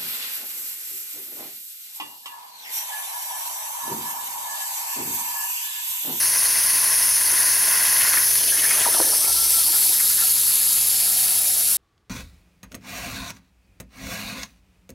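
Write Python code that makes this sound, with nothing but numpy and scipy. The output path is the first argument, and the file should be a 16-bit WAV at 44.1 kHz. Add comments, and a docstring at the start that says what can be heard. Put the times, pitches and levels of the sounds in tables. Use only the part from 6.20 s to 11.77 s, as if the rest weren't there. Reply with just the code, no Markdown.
"""Plasma torch cutting steel over a water table

A workshop, heard in two nearly alike channels: an air jet, shaped noise with moving humps, hisses throughout.
The arc roars as noise ringing in kerf resonances; slag rasps and cracks; blown water rings in rising bubbles.
As the cut closes, gliding resonances gurgle and spurt, large bubbles gulp and the plate sings; pulses pop.
The arc stops, a stepper whines as it lifts the torch, and the gantry hums off with air still blowing on wet plate."""
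import sys
import numpy as np
from scipy import signal
from scipy.fft import rfft, irfft, next_fast_len
from scipy.io import wavfile

SR = 44100
rng = np.random.default_rng(int(sys.argv[2]) if len(sys.argv) > 2 else 0)


def unload_audio(sound):
    """Save the sound as a 16-bit wav file, at the path given as the first command line argument."""
    columns = np.transpose(np.atleast_2d(sound))
    # keep every value between -1 and 1, then stretch to whole-number steps
    steps = np.round(np.clip(columns, -1, 1) * 32767)
    wavfile.write(sys.argv[1], SR, steps.astype(np.int16))


N = 245623
TIME = np.arange(N) / SR
FRAME = 512  # samples

# Levels are at the source, ahead of tank and channel filters. A "spread" is the standard deviation of a bell.

# Turbulent mixing noise of the jet, under its humps. Each row: frequency in Hz, level in dB per Hz.
MIXING = [(120, -82.5), (300, -96.5), (700, -88), (1500, -77.5), (2400, -73.5), (3000, -72), (3600, -72),
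          (4400, -67.5), (6000, -61), (7500, -62.5), (9000, -64), (11000, -60.5), (13000, -62.5),
          (14500, -69.5)]
# Peaks and dips of the gap between torch and plate. Each row: centre in Hz, spread in Hz, change in dB.
GAP = [(2720, 60, 1.8), (3450, 210, 1.5), (3840, 76, 2), (4170, 66, -4), (4290, 116, 5), (5100, 70, -2.5),
       (5410, 112, 4), (5610, 138, -7.5), (5760, 71, 4.5), (6200, 61, 3), (6970, 90, -2), (9630, 99, -1.5),
       (10400, 210, -0.5), (12700, 170, -1), (15200, 300, -0.5)]
# Strength of the air jet. Each row: time in seconds, change in dB.
AIR = [(0, -1.5), (1.0, -1.4), (1.6, -1.3), (2.2, -2), (2.8, -0.8), (3.3, 1.65), (4.1, 0.25), (4.8, 0.5),
       (5.57, 0)]
# How strongly eddies stir each part of the hiss. Each row: frequency in Hz, rms swing in dB.
EDDIES = [(500, 3.5), (2500, 1.5), (4500, 1), (7000, 1.0), (10000, 0.28), (14000, 1.1)]
# The jet's broad humps, blowing into the kerf. 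Each row: centre in Hz, spread in Hz, height in dB.
HUMPS_IN_KERF = [(5110, 720, 4.5), (10120, 1015, 12), (13800, 520, 1.5), (15300, 350, -0.5)]
# The same humps, blowing from a height onto the plate. Each row: centre in Hz, spread in Hz, height in dB.
HUMPS_ON_PLATE = [(4450, 850, 3), (10590, 950, 7.5), (12400, 520, 3.5), (14950, 300, 0.5)]
# Dip from the plate's reflection. Each row: time in seconds, centre in Hz, depth in dB, spread in Hz.
REFLECTION = [(0, 7680, 8, 540), (1.0, 7700, 6.5, 540), (1.5, 7950, 7, 640), (1.9, 8450, 6.5, 720),
              (2.2, 7850, 8, 650), (2.5, 7400, 4, 600), (3.2, 6840, 7.5, 470), (3.6, 6400, 5.5, 520),
              (4.1, 5950, 4.5, 520), (4.6, 5900, 6.5, 450), (5.0, 6150, 5.5, 450), (5.57, 6400, 7.5, 398)]
# Parts of the hiss that swell or hollow out for a moment as the nozzle travels.
# Each row: middle in seconds, spread in seconds, centre in Hz, spread in Hz, change in dB.
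SWELLS = [(1.25, 0.18, 13450, 250, 4), (1.5, .17, 15350, 350, 5), (1.98, 0.29, 11960, 450, 6.5),
          (2.22, .16, 15300, 450, 4), (2.78, 0.11, 4850, 250, -5), (3.05, .3, 15500, 300, -4.5),
          (3.2, 0.3, 10200, 280, -4), (3.2, .3, 9300, 250, 0.5), (3.45, 0.18, 2760, 200, -3.5),
          (4.25, .25, 14500, 300, -5), (4.95, .25, 13300, 160, 3.5), (5.1, .3, 14900, 220, 5),
          (5.55, 0.26, 12400, 800, -1)]
# Power supply and fans. Each row: pitch in Hz, level in dB, left minus right in dB.
HUM = [(65.4, -68.5, 7), (98.4, -64.5, 8), (119.2, -56, 3.5), (381.4, -64, 5)]
# Background rumble of the workshop. Each row: frequency in Hz, level in dB per Hz.
SHOP = [(20, -105), (40, -132), (62, -96), (80, -79), (115, -82.5), (150, -86), (240, -84), (420, -86),
        (1000, -107), (3000, -100)]
# Faint draught, opposite in the two channels. Each row: frequency in Hz, level in dB per Hz.
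DRAUGHT = [(15, -79), (30, -77), (55, -77), (90, -83), (200, -87), (450, -93), (900, -104), (1500, -125)]
# Arc roaring in the kerf. Each row: time in seconds, level in dB before roar_db.
ARC = [(0, -34.5), (0.8, -33.5), (0.9, -35.5), (1.08, -34.5), (1.14, -31.5), (1.46, -32.5), (1.55, -30),
       (1.97, -31), (2.01, -33), (2.12, -40.5), (2.3, -43), (2.48, -38), (2.53, -35), (2.62, -31)]
# Kerf resonances. Each row: centre in Hz, width in Hz, relative level in dB, extra dB while the kerf runs clean.
KERF = [(637.6, 150, -10, 0), (1020, 133, -4.5, 1.5), (1433, 53, -10, -2), (1687, 240, -1, -1),
        (1866, 42, -6, -0.5), (2000, 190, -2, 0.5), (2610, 490, -4, 2)]
# Slag blown back out of the cut. Each row: peak in seconds, level in dB, spread in seconds.
BLOWBACK = [(1.14, -48, .06), (1.85, -35.5, 0.3), (2.164, -33, 0.06), (2.56, -35, 0.14)]
# Colour of the slag's coarse rasp. Each row: frequency in Hz, relative level in dB.
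RASP = [(120, 14), (300, -3.5), (700, 5), (1300, -16), (2600, 3.5), (3400, 10), (4500, -18), (6500, 7),
        (10000, 2), (15000, -22)]
# Water churned by the jet. Each row: time in seconds, level in dB, typical bubble pitch in Hz.
CHURN = [(0, -49.5, 380), (2.1, -52, 397), (2.45, -41.5, 650), (2.85, -38, 704), (3.2, -44.5, 765),
         (3.72, -45.5, 676), (3.82, -46, 1350), (5.2, -46, 1420), (5.57, -67, 1300)]
# Loudest spurts of steam and water.
# Each row: start in seconds, level in dB before level_db, start pitch in Hz, end pitch in Hz, length in seconds.
SPURTS = [(1.122, -34.5, 460, 300, 0.022), (1.8, -27, 2650, 3040, 0.034), (1.871, -23, 1880, 1800, 0.018),
          (1.924, -22.5, 1953, 1576, 0.026), (1.967, -21.5, 1905, 1740, .016),
          (2.275, -27, 2750, 3270, 0.041), (2.382, -25, 2480, 3210, 0.023),
          (2.504, -19.5, 1960, 1730, 0.014), (2.54, -30, 3300, 3050, 0.024),
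          (2.735, -28.5, 3230, 3400, 0.021), (2.792, -27, 890, 690, 0.011), (2.798, -25, 1670, 1490, 0.01),
          (2.82, -31, 1680, 1620, 0.015), (2.917, -33, 870, 640, 0.032), (3.04, -32, 1890, 2400, 0.026),
          (3.058, -33.5, 888, 724, 0.062), (3.18, -40, 1047, 705, 0.07), (3.46, -38, 987, 880, 0.05),
          (3.523, -35.5, 1770, 1250, 0.049), (3.69, -38, 650, 1050, 0.049),
          (3.792, -33.5, 1682, 1375, 0.03), (3.89, -38, 1414, 1555, 0.042),
          (3.975, -32.5, 1500, 1756, 0.035), (4.008, -32, 1656, 1404, 0.031),
          (4.28, -42, 1596, 1250, 0.042)]
# Steam pops. Each row: middle in seconds, peak in dB, time from middle to peak in seconds.
POPS = [(1.9353, -14, 0.000073), (2.7473, -18, 0.00021), (2.8018, -12, 0.00028)]
# Ringing modes of the plate. Each row: centre in Hz, width in Hz, relative level in dB.
PLATE = [(325, 56, -9.5), (456, 15, -7.5), (640, 46, -2.5), (1696, 89, 0), (3120, 82, -4)]
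# Gas pocket shrinking and swelling under the closing cut. Each row: time in seconds, pitch in Hz, level in dB.
GURGLE = [(2.31, 1750, -55), (2.323, 1730, -32), (2.37, 1750, -42), (2.412, 2150, -43), (2.432, 1895, -28),
          (2.446, 1700, -26.5), (2.462, 2130, -32), (2.48, 2330, -31.5), (2.51, 2470, -37),
          (2.59, 2400, -47), (2.63, 2600, -38), (2.652, 1578, -30), (2.668, 749, -28), (2.7, 600, -43),
          (2.712, 1900, -44), (2.725, 1950, -32), (2.748, 1360, -35), (2.76, 1000, -45), (2.79, 850, -48)]
# Single large bubbles. Each row: start in seconds, peak in dB, pitch in Hz, swell time in seconds.
GULPS = [(2.541, -29.5, 1180, .005), (2.591, -26.5, 650, .003), (2.657, -22, 1010, 0.0023),
         (2.663, -19, 652, 0.0029), (2.675, -20, 947, 0.0021), (2.683, -28, 422, .004),
         (2.746, -22.5, 621, 0.0024), (2.764, -32, 900, 0.0034), (2.783, -25, 657, 0.0024),
         (2.8, -23.5, 720, .0025), (2.803, -26, 305, 0.0045), (2.81, -20, 510, 0.0026),
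         (2.819, -26.5, 420, .003), (2.929, -30.5, 618, 0.0037), (3.5, -37, 323, 0.0043),
         (3.645, -41, 720, 0.0074), (3.693, -39, 334, 0.0038), (3.795, -32.5, 1830, .005),
         (3.798, -33, 2060, 0.0046), (4.036, -35, 717, 0.0067)]
# Surges of the stepper's whine. Each row: start in seconds, end in seconds, level in dB.
SURGES = [(3.04, 3.13, -41), (3.146, 3.276, -42), (3.322, 3.424, -40)]
# Gantry motors. Each row: pitch in Hz, level in dB, start in seconds.
GANTRY = [(197, -64, 3.5), (232, -61.5, 3.45), (474, -63, 3.64), (730, -62, 4.7)]
# Resonances and dips of the slatted water table. Each row: centre in Hz, spread in Hz, change in dB.
TANK = [(235, 31, -1.5), (322, 23, 1), (400, 25, 0), (554, 108, -5), (623, 18, 3), (1008, 31, -0.5),
        (1600, 55, 2.5), (1800, 32, -1.5), (3160, 41, 3), (4370, 83, 10)]
# How the two channels differ.
# Each row: frequency in Hz, left minus right in dB, lead of the left in radians, likeness from 0 to 1.
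STEREO = [(60, 3, 0, .4), (130, 2.5, 0, .65), (280, -1, 0, .87), (450, -3.3, 0, .84), (660, -.8, 0, .965),
          (950, -.3, 0, .982), (1250, 0, 0, .9993), (4600, 0, 0, .9995), (5600, .6, .09, .985),
          (6600, .4, .14, .97), (7700, 2.5, .5, .83), (8450, 6, .4, .65), (9000, 4.8, -.4, .85),
          (9900, 1, -.24, .985), (11200, .5, -.08, .996), (12300, .1, 0, .998), (14500, .1, 0, .992)]
CUTOFF_HZ = 15800

CUT_THROUGH_S = 2.1  # the cut closes
THROUGH_TOP_HZ, THROUGH_TOP_DB = 250, 2.5  # the third hump then rises in pitch and level
LEAVE_KERF_S, LEAVE_TAKES_S = 3.1, 0.26  # middle and time constant of the nozzle leaving the kerf
LIFT_SAG_HZ, LIFT_SAG_DB, LIFT_SAG_SPREAD_S = 520, 1, 0.19  # the main hump sags while the torch rises
OUTSKIRTS_S, OUTSKIRTS_LOSS_DB_PER_S = 4.82, 5.5  # the low hump fades near the end of the plate
# the lifted jet atomises water, a high hiss that sinks in pitch
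SPRAY_S, SPRAY_SPREAD_S, SPRAY_DB = 3.53, 0.8, 2.5
SPRAY_HZ, SPRAY_WIDTH_HZ, SPRAY_SINK_HZ_PER_S = 12600, 550, 1300
ARC_OUT_S, ARC_FADE_DB_PER_S = 2.58, 63
CHOKE_S, CHOKE_TAKES_S = 1.11, 0.025  # slag begins to choke the kerf
SLAG_STEADY_DB = -46.5  # between bursts, while the arc burns
# smaller spurts at random after the cut closes, weakening and tending lower
SPUTTER_FROM_S, SPUTTER_TO_S, SPUTTER_LENGTH_S = 2.36, 3.75, 0.0254
SPUTTER_DB, SPUTTER_FADE_DB_PER_S = -33, 5.5  # before level_db of the spurts
SPUTTER_FIRST_HZ, SPUTTER_LAST_HZ, SPUTTER_SINK_S = 2356, 745, 0.4
SINGING_FROM_S, SINGING_TO_S, SINGING_EDGE_S, SINGING_DB = 2.01, 3.16, 0.32, -45
# the torch lift: middle and half length of the full-speed run, top step rate, ramp
LIFT_S, LIFT_HALF_S, STEP_HZ, RAMP_HZ_PER_S = 3.228, 0.182, 1347, 6000
SURGE_EDGE_S, WHINE_DB = 0.02, -54  # the whine is faint between its surges
RAMP_DB, RAMP_LOSS_DB_PER_S = -48, 100  # and fades away from the run along both ramps
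# the carriage shudders with the lift and settles
SHUDDER_S, SHUDDER_RISE_S, SHUDDER_DB, SHUDDER_FADE_DB_PER_S, CARRIAGE_HZ = 3.05, 0.097, -42.5, 27, 63
# the hoot of the hollow under the cut-outs is loudest over their middle and sinks as the nozzle moves on
HOLLOW_FROM_S, HOLLOW_PEAK_S, HOLLOW_SPREAD_S = 3.4, 5.12, 0.41
HOOT_DB, HOOT_HZ, HOOT_SINK_HZ_PER_S = -47, 722, 98


def from_db(db):
    """Decibels to gain."""
    return 10 ** (np.asarray(db) / 20)


def rms_one(x):
    """Scale to unit power."""
    return x / np.sqrt(np.mean(np.abs(x) ** 2) + 1e-20)


def in_time(rows, at=TIME):
    """Each column of a curve, joined by straight lines."""
    s, *columns = np.transpose(rows)
    return [np.interp(at, s, column) for column in columns]


def at_hz(rows, hz):
    """Each column of a spectrum, joined on a log-frequency axis."""
    points, *columns = np.transpose(rows)
    return [np.interp(np.log(hz + 1), np.log(points), column) for column in columns]


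def hump(x, centre, spread):
    """A bell of height 1, in frequency or in time."""
    return np.exp(-0.5 * ((x - centre) / spread) ** 2)


def gate(start_s, end_s, edge_s):
    """Rise, hold at 1, fall."""
    return np.clip(np.minimum(TIME - start_s, end_s - TIME) / edge_s, 0, 1)


def drift(rate, count=N):
    """Smooth random wandering of spread 1, up to about `rate` changes a second."""
    hz = np.fft.rfftfreq(next_fast_len(count + SR // 10), 1 / SR)
    spectrum = rfft(rng.standard_normal(2 * len(hz) - 2)) / (1 + (hz / rate) ** 2)
    return rms_one(irfft(spectrum))[:count]


def resonance(hz, width_hz, count=N):
    """Turbulence ringing in one resonance, whose centre may glide; rms about 1."""
    phase = 2 * np.pi * np.cumsum(hz * np.ones(count)) / SR
    in_phase = drift(width_hz * 0.65, count) * np.cos(phase)
    return in_phase + drift(width_hz * 1.24, count) * np.sin(phase)


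def tone(hz, waver_hz=0.68):
    """A machine line that wavers slightly in pitch; rms 1."""
    return np.sqrt(2) * np.sin(2 * np.pi * np.cumsum(hz + waver_hz * drift(6.9)) / SR)


def coloured(x, spectrum):
    """Give unit white noise a spectrum in dB per Hz."""
    size = next_fast_len(N + FRAME)
    gain = from_db(at_hz(spectrum, np.fft.rfftfreq(size, 1 / SR))[0])
    return irfft(rfft(x, size) * gain, size)[..., :N] * np.sqrt(SR / 2)


def jet_humps(s, closing_s=0.15):
    """Jet humps over time (Hz, spread Hz, dB), moved by the closing cut, rising torch and travelling nozzle."""
    away = 0.5 + 0.5 * np.tanh((s - LEAVE_KERF_S) / (2 * LEAVE_TAKES_S))
    through = (0.5 + 0.5 * np.tanh((s - CUT_THROUGH_S) / closing_s)) * (1 - away)
    rising = hump(s, LIFT_S, LIFT_SAG_SPREAD_S)
    in_kerf = np.multiply.outer(HUMPS_IN_KERF, 1 - away)
    low, main, top, highest = in_kerf + np.multiply.outer(HUMPS_ON_PLATE, away)
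    low = (low[0], low[1], low[2] - OUTSKIRTS_LOSS_DB_PER_S * np.maximum(s - OUTSKIRTS_S, 0))
    main = (main[0] - LIFT_SAG_HZ * rising, main[1], main[2] - LIFT_SAG_DB * rising)
    top = (top[0] + THROUGH_TOP_HZ * through, top[1], top[2] + THROUGH_TOP_DB * through)
    spray_hz = SPRAY_HZ - SPRAY_SINK_HZ_PER_S * (s - SPRAY_S)
    spray = (spray_hz, SPRAY_WIDTH_HZ, SPRAY_DB * hump(s, SPRAY_S, SPRAY_SPREAD_S))
    swells = [(hz, width, db * hump(s, when, spread)) for when, spread, hz, width, db in SWELLS]
    return [low, main, top, highest, spray, *swells]


def air_jet(flutter_db=0.53, surge_db=0.49):
    """Jet turbulence: noise with moving humps and the plate's reflection dip; a direct and a scattered part."""
    hz, s, noise = signal.stft(rng.standard_normal((2, N)), SR, nperseg=FRAME)
    hz = hz[:, None]
    db = at_hz(MIXING, hz)[0] + in_time(AIR, s)[0]
    db = db + sum(height * hump(hz, centre, spread) for centre, spread, height in [*GAP, *jet_humps(s)])
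    dip_hz, dip_db, dip_spread_hz = in_time(REFLECTION, s)
    db = db - dip_db * hump(hz, dip_hz, dip_spread_hz)
    # eddies make neighbouring parts of the spectrum swell on their own
    patch = np.outer(np.hanning(17), np.hanning(11))
    eddies = rms_one(signal.fftconvolve(rng.standard_normal(db.shape), patch, "same"))
    stirred = noise * from_db(db + at_hz(EDDIES, hz)[0] * eddies)
    hiss = signal.istft(stirred, SR, nperseg=FRAME)[1][:, :N] * np.sqrt(SR / 2)
    return hiss * from_db(flutter_db * drift(340) + surge_db * drift(31))


def workshop_hum():
    """Supply and fans hum on steady lines whose levels wander."""
    sides = np.array([[0.5], [-0.5]])
    return sum(from_db(db + drift(1.6) + sides * pan) * tone(hz, waver_hz=0.56) for hz, db, pan in HUM)


def workshop_rumble():
    """Shaped background noise of the room, as a direct and a scattered part."""
    return coloured(rng.standard_normal((2, N)), SHOP)


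def draught():
    """Faint air movement, low noise that pushes in one channel while it pulls in the other."""
    return coloured(rng.standard_normal(N), DRAUGHT) * np.array([[1], [-1]])


def arc_dying_db():
    """Change of level once the current is cut."""
    return -ARC_FADE_DB_PER_S * np.maximum(TIME - ARC_OUT_S, 0)


def slag_flow():
    """Gain of the blown-back slag: a steady trickle while the arc burns and a few swelling bursts."""
    bursts = sum((from_db(db) * hump(TIME, s, spread)) ** 2 for s, db, spread in BLOWBACK)
    return np.sqrt(bursts + from_db(SLAG_STEADY_DB + arc_dying_db()) ** 2)


def arc(roar_db=-3.0, rough_db=1.5, surge_db=0.77, rasp_rough_db=3.0, spit_db=4.0):
    """Melt leaves the kerf in uneven gobs, chopping the resonant roar and the slag's spitting rasp."""
    gobs = drift(116)
    clean = 0.5 - 0.5 * np.tanh((TIME - CHOKE_S) / CHOKE_TAKES_S)
    roar = sum(from_db(db + extra * clean) * resonance(hz, width) for hz, width, db, extra in KERF)
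    level_db = in_time(ARC)[0] + roar_db + surge_db * drift(36) + arc_dying_db()
    roar = roar * rms_one(from_db(rough_db * gobs)) * from_db(level_db)
    chopped = rng.standard_normal(N) * from_db(rasp_rough_db * gobs + spit_db * drift(23))
    return roar + rms_one(coloured(chopped, RASP)) * slag_flow()


def sparks(per_s=220, size_db=5.5, spark_db=17.5, low_hz=1800, high_hz=9000):
    """Drops of molten steel burst with tiny cracks, louder as more slag blows back."""
    sizes = from_db(size_db * np.minimum(rng.exponential(1, N), 3)) * rng.choice([-1, 1], N)
    cracks = sizes * (rng.random(N) < per_s / SR) * slag_flow() * from_db(spark_db)
    band = signal.butter(2, [low_hz, high_hz], "band", fs=SR, output="sos")
    return signal.sosfilt(band, cracks + 1e-18)


def bubbles(per_s=640, cycles=13, spread_octaves=0.7, size_db=3.5, rise=0.082):
    """Bubbles burst at random in the blown water, each a short ring that rises in pitch."""
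    out, count = np.zeros(N + SR), int(per_s * N / SR)
    draws = rng.random((4000, 3))[:count]
    starts = draws[:, 0] * N / SR
    logistic = np.log(draws[:, 1] / (1 - draws[:, 1])).clip(-4, 4)
    pitches = in_time(CHURN, starts)[1] * 2 ** (spread_octaves * logistic / 2)
    sizes = from_db(size_db * np.minimum(-np.log(draws[:, 2]), 3))
    for s, hz, size in zip(starts, pitches, sizes):
        turns = np.arange(int(cycles / hz * SR)) * hz / SR
        ring = np.sin(2 * np.pi * turns * (1 + rise * turns / cycles)) * from_db(-60 * turns / cycles)
        out[int(s * SR):int(s * SR) + len(ring)] += size * np.sqrt(hz) * ring
    return rms_one(out[:N]) * from_db(in_time(CHURN)[0])


def sputter(count=24, spread_octaves=0.4, fall_octaves=0.14):
    """Rows of small spurts at random, crowded at first and thinning out."""
    when, pitch = rng.uniform(-0.8, 1, (count, 2)).T
    age = (SPUTTER_TO_S - SPUTTER_FROM_S) * ((np.arange(count) + 0.5 + when / 2) / count) ** 2
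    typical_hz = SPUTTER_LAST_HZ + (SPUTTER_FIRST_HZ - SPUTTER_LAST_HZ) * np.exp(-age / SPUTTER_SINK_S)
    start_hz = typical_hz * 2 ** (spread_octaves * pitch)
    end_hz = start_hz * 2 ** -fall_octaves
    db = SPUTTER_DB - SPUTTER_FADE_DB_PER_S * age
    return [(SPUTTER_FROM_S + a, d, f, e, SPUTTER_LENGTH_S) for a, d, f, e in zip(age, db, start_hz, end_hz)]


def spurts(width_share=0.25, level_db=-4.0):
    """A steam pocket opens under the plate: a short breathy note that glides with its size."""
    out = np.zeros(N + SR)
    for s, db, start_hz, end_hz, length in [*SPURTS, *sputter()]:
        count = int(length * SR) + 2
        swell = np.sin(np.pi * np.linspace(0, 1, count)).clip(0) ** 0.5
        glide = np.geomspace(start_hz, end_hz, count)
        note = rms_one(resonance(glide, width_share * start_hz, count))
        out[int(s * SR):int(s * SR) + count] += from_db(db + level_db) * swell * note
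    return out[:N]


def pops():
    """A pocket of steam bursts: one push and one pull of pressure."""
    return sum(-from_db(db) * (TIME - s) / width * np.sqrt(np.e) * hump(TIME, s, width)
               for s, db, width in POPS)


def singing_plate(flicker_db=2.0):
    """The jet keeps a few narrow modes of the plate ringing."""
    level = from_db(SINGING_DB + flicker_db * drift(12)) * gate(SINGING_FROM_S, SINGING_TO_S, SINGING_EDGE_S)
    return level * sum(from_db(db) * resonance(hz, width) for hz, width, db in PLATE)


def gurgle(width_hz=170, evenness=0.81, chop_db=1.0, edge_s=0.008):
    """The jet drives the gas pocket without a break: one gliding resonance, chopped by the water."""
    hz, db = in_time(GURGLE)
    note = resonance(hz, width_hz)
    envelope = np.abs(signal.hilbert(note, next_fast_len(N))[:N])
    note = rms_one(note / (envelope + 0.1) ** evenness)  # evens out its own swells
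    return note * from_db(db + chop_db * drift(130)) * gate(GURGLE[0][0], GURGLE[-1][0], edge_s)


def gulps(rise_per_s=2.4):
    """A large bubble breaks free: a quick swell and a short ring that rises a little."""
    out, t = np.zeros(N + SR), TIME[:SR // 10]
    for s, db, hz, swell in GULPS:
        envelope = t / swell * np.exp(1 - t / swell)
        ring = envelope * np.sin(2 * np.pi * hz * t * (1 + rise_per_s * t / 2))
        out[int(s * SR):int(s * SR) + len(t)] += from_db(db) * ring
    return out[:N]


def motors(ramp_s=0.11):
    """The lift stepper ramps up, runs in surges and brakes; the carriage shudders; the gantry sets off."""
    ramping = np.maximum(np.abs(TIME - LIFT_S) - LIFT_HALF_S, 0)  # seconds outside the full-speed run
    surges = sum(from_db(db) * gate(start, end, SURGE_EDGE_S) for start, end, db in SURGES)
    step_hz = np.maximum(STEP_HZ - RAMP_HZ_PER_S * ramping, 0)
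    faint = from_db(np.where(ramping > 0, RAMP_DB - RAMP_LOSS_DB_PER_S * ramping, WHINE_DB))
    lift = np.maximum(surges, faint) * tone(step_hz, waver_hz=2.94)
    age = np.maximum(TIME - SHUDDER_S, 0)
    shudder_level = np.minimum(age / SHUDDER_RISE_S, 1) * from_db(SHUDDER_DB - SHUDDER_FADE_DB_PER_S * age)
    shudder = shudder_level * tone(CARRIAGE_HZ)
    gantry = sum(from_db(db + 2 * drift(1.7)) * tone(hz) * np.clip((TIME - s) / ramp_s, 0, 1)
                 for hz, db, s in GANTRY)
    return lift + shudder + gantry


def hollow(width_hz=115, edge_hz=3830, edge_width_hz=200, edge_db=-43, rise_s=0.61):
    """Moving over the plate, the jet blows across the cut-outs: a low hoot and a breathy edge whistle."""
    hoot_hz = HOOT_HZ - HOOT_SINK_HZ_PER_S * (TIME - HOLLOW_PEAK_S)
    hoot = from_db(HOOT_DB) * hump(TIME, HOLLOW_PEAK_S, HOLLOW_SPREAD_S) * resonance(hoot_hz, width_hz)
    crossing = np.clip((TIME - HOLLOW_FROM_S) / rise_s, 0, 1)
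    return hoot + from_db(edge_db) * crossing * resonance(edge_hz, edge_width_hz)


def table_echoes(x, t60=0.038):
    """Slats, tank and gantry return a short, dense spray of echoes of unit total energy."""
    t = TIME[:SR // 3]
    tail = rng.standard_normal(len(t)) * (rng.random(len(t)) < 0.03) * (t > 0.002) * from_db(-60 * t / t60)
    return signal.fftconvolve(x, tail / np.linalg.norm(tail))[:N]


def in_tank(x, lowest_hz=200):
    """What sounds at the plate takes on the tank's resonances and radiates little bass."""
    size = next_fast_len(N + SR // 5)
    hz = np.fft.rfftfreq(size, 1 / SR)
    colour = from_db(sum(db * hump(hz, centre, spread) for centre, spread, db in TANK))
    resonant = irfft(rfft(x, size) * colour, size)[:N]
    return signal.sosfilt(signal.butter(3, lowest_hz, "high", fs=SR, output="sos"), resonant)


def wall_echoes(x, count=14, echo_db=-13.5, dull_hz=5500):
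    """Faint dull returns from gantry, floor and walls lay a fine fixed ripple over the hiss."""
    lags = (rng.uniform(0.003, 0.02, count) * SR).astype(int)
    echoes = sum(np.pad(x, (lag, 0))[:N] for lag in lags) / np.sqrt(count)
    return x + from_db(echo_db) * signal.sosfilt(signal.butter(3, dull_hz, fs=SR, output="sos"), echoes)


def two_channels(direct, scattered):
    """The two channels are almost alike from 1 to 5 kHz, and differ in the bass and around 8 kHz."""
    size = next_fast_len(N + FRAME)
    pan_db, lead, alike = at_hz(STEREO, np.fft.rfftfreq(size, 1 / SR))
    alike, sides = np.clip(alike, 0, 1), np.array([[1], [-1]])
    shared = rfft(direct, size) * np.sqrt((1 + alike) / 2)
    opposed = sides * rfft(scattered, size) * np.sqrt((1 - alike) / 2)
    channel_gain = from_db(sides * pan_db / 2) * np.exp(0.5j * sides * lead)
    return irfft((shared + opposed) * channel_gain, size)[:, :N]


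def scene(echo_db=-8.0):
    """Jet, arc, water and machine in the workshop, in two channels."""
    hiss, scattered_hiss = air_jet()
    rumble, scattered_rumble = workshop_rumble()
    splash = bubbles() + spurts() + gurgle() + gulps() + pops() + sparks()
    cut = in_tank(arc() + splash + from_db(echo_db) * table_echoes(splash)) + singing_plate()
    direct = wall_echoes(hiss) + cut + hollow() + motors() + rumble
    # a high-pass keeps deep bass out of the direct sound
    direct = signal.sosfilt(signal.butter(3, 45, "high", fs=SR, output="sos"), direct)
    return two_channels(direct, scattered_hiss + scattered_rumble) + workshop_hum() + draught()


def record(dry):
    """Both channels end in a steep treble cut."""
    return signal.fftconvolve(dry, signal.firwin(801, CUTOFF_HZ, fs=SR)[None], "same", axes=1)


dry = scene()
out = record(dry)
unload_audio(out)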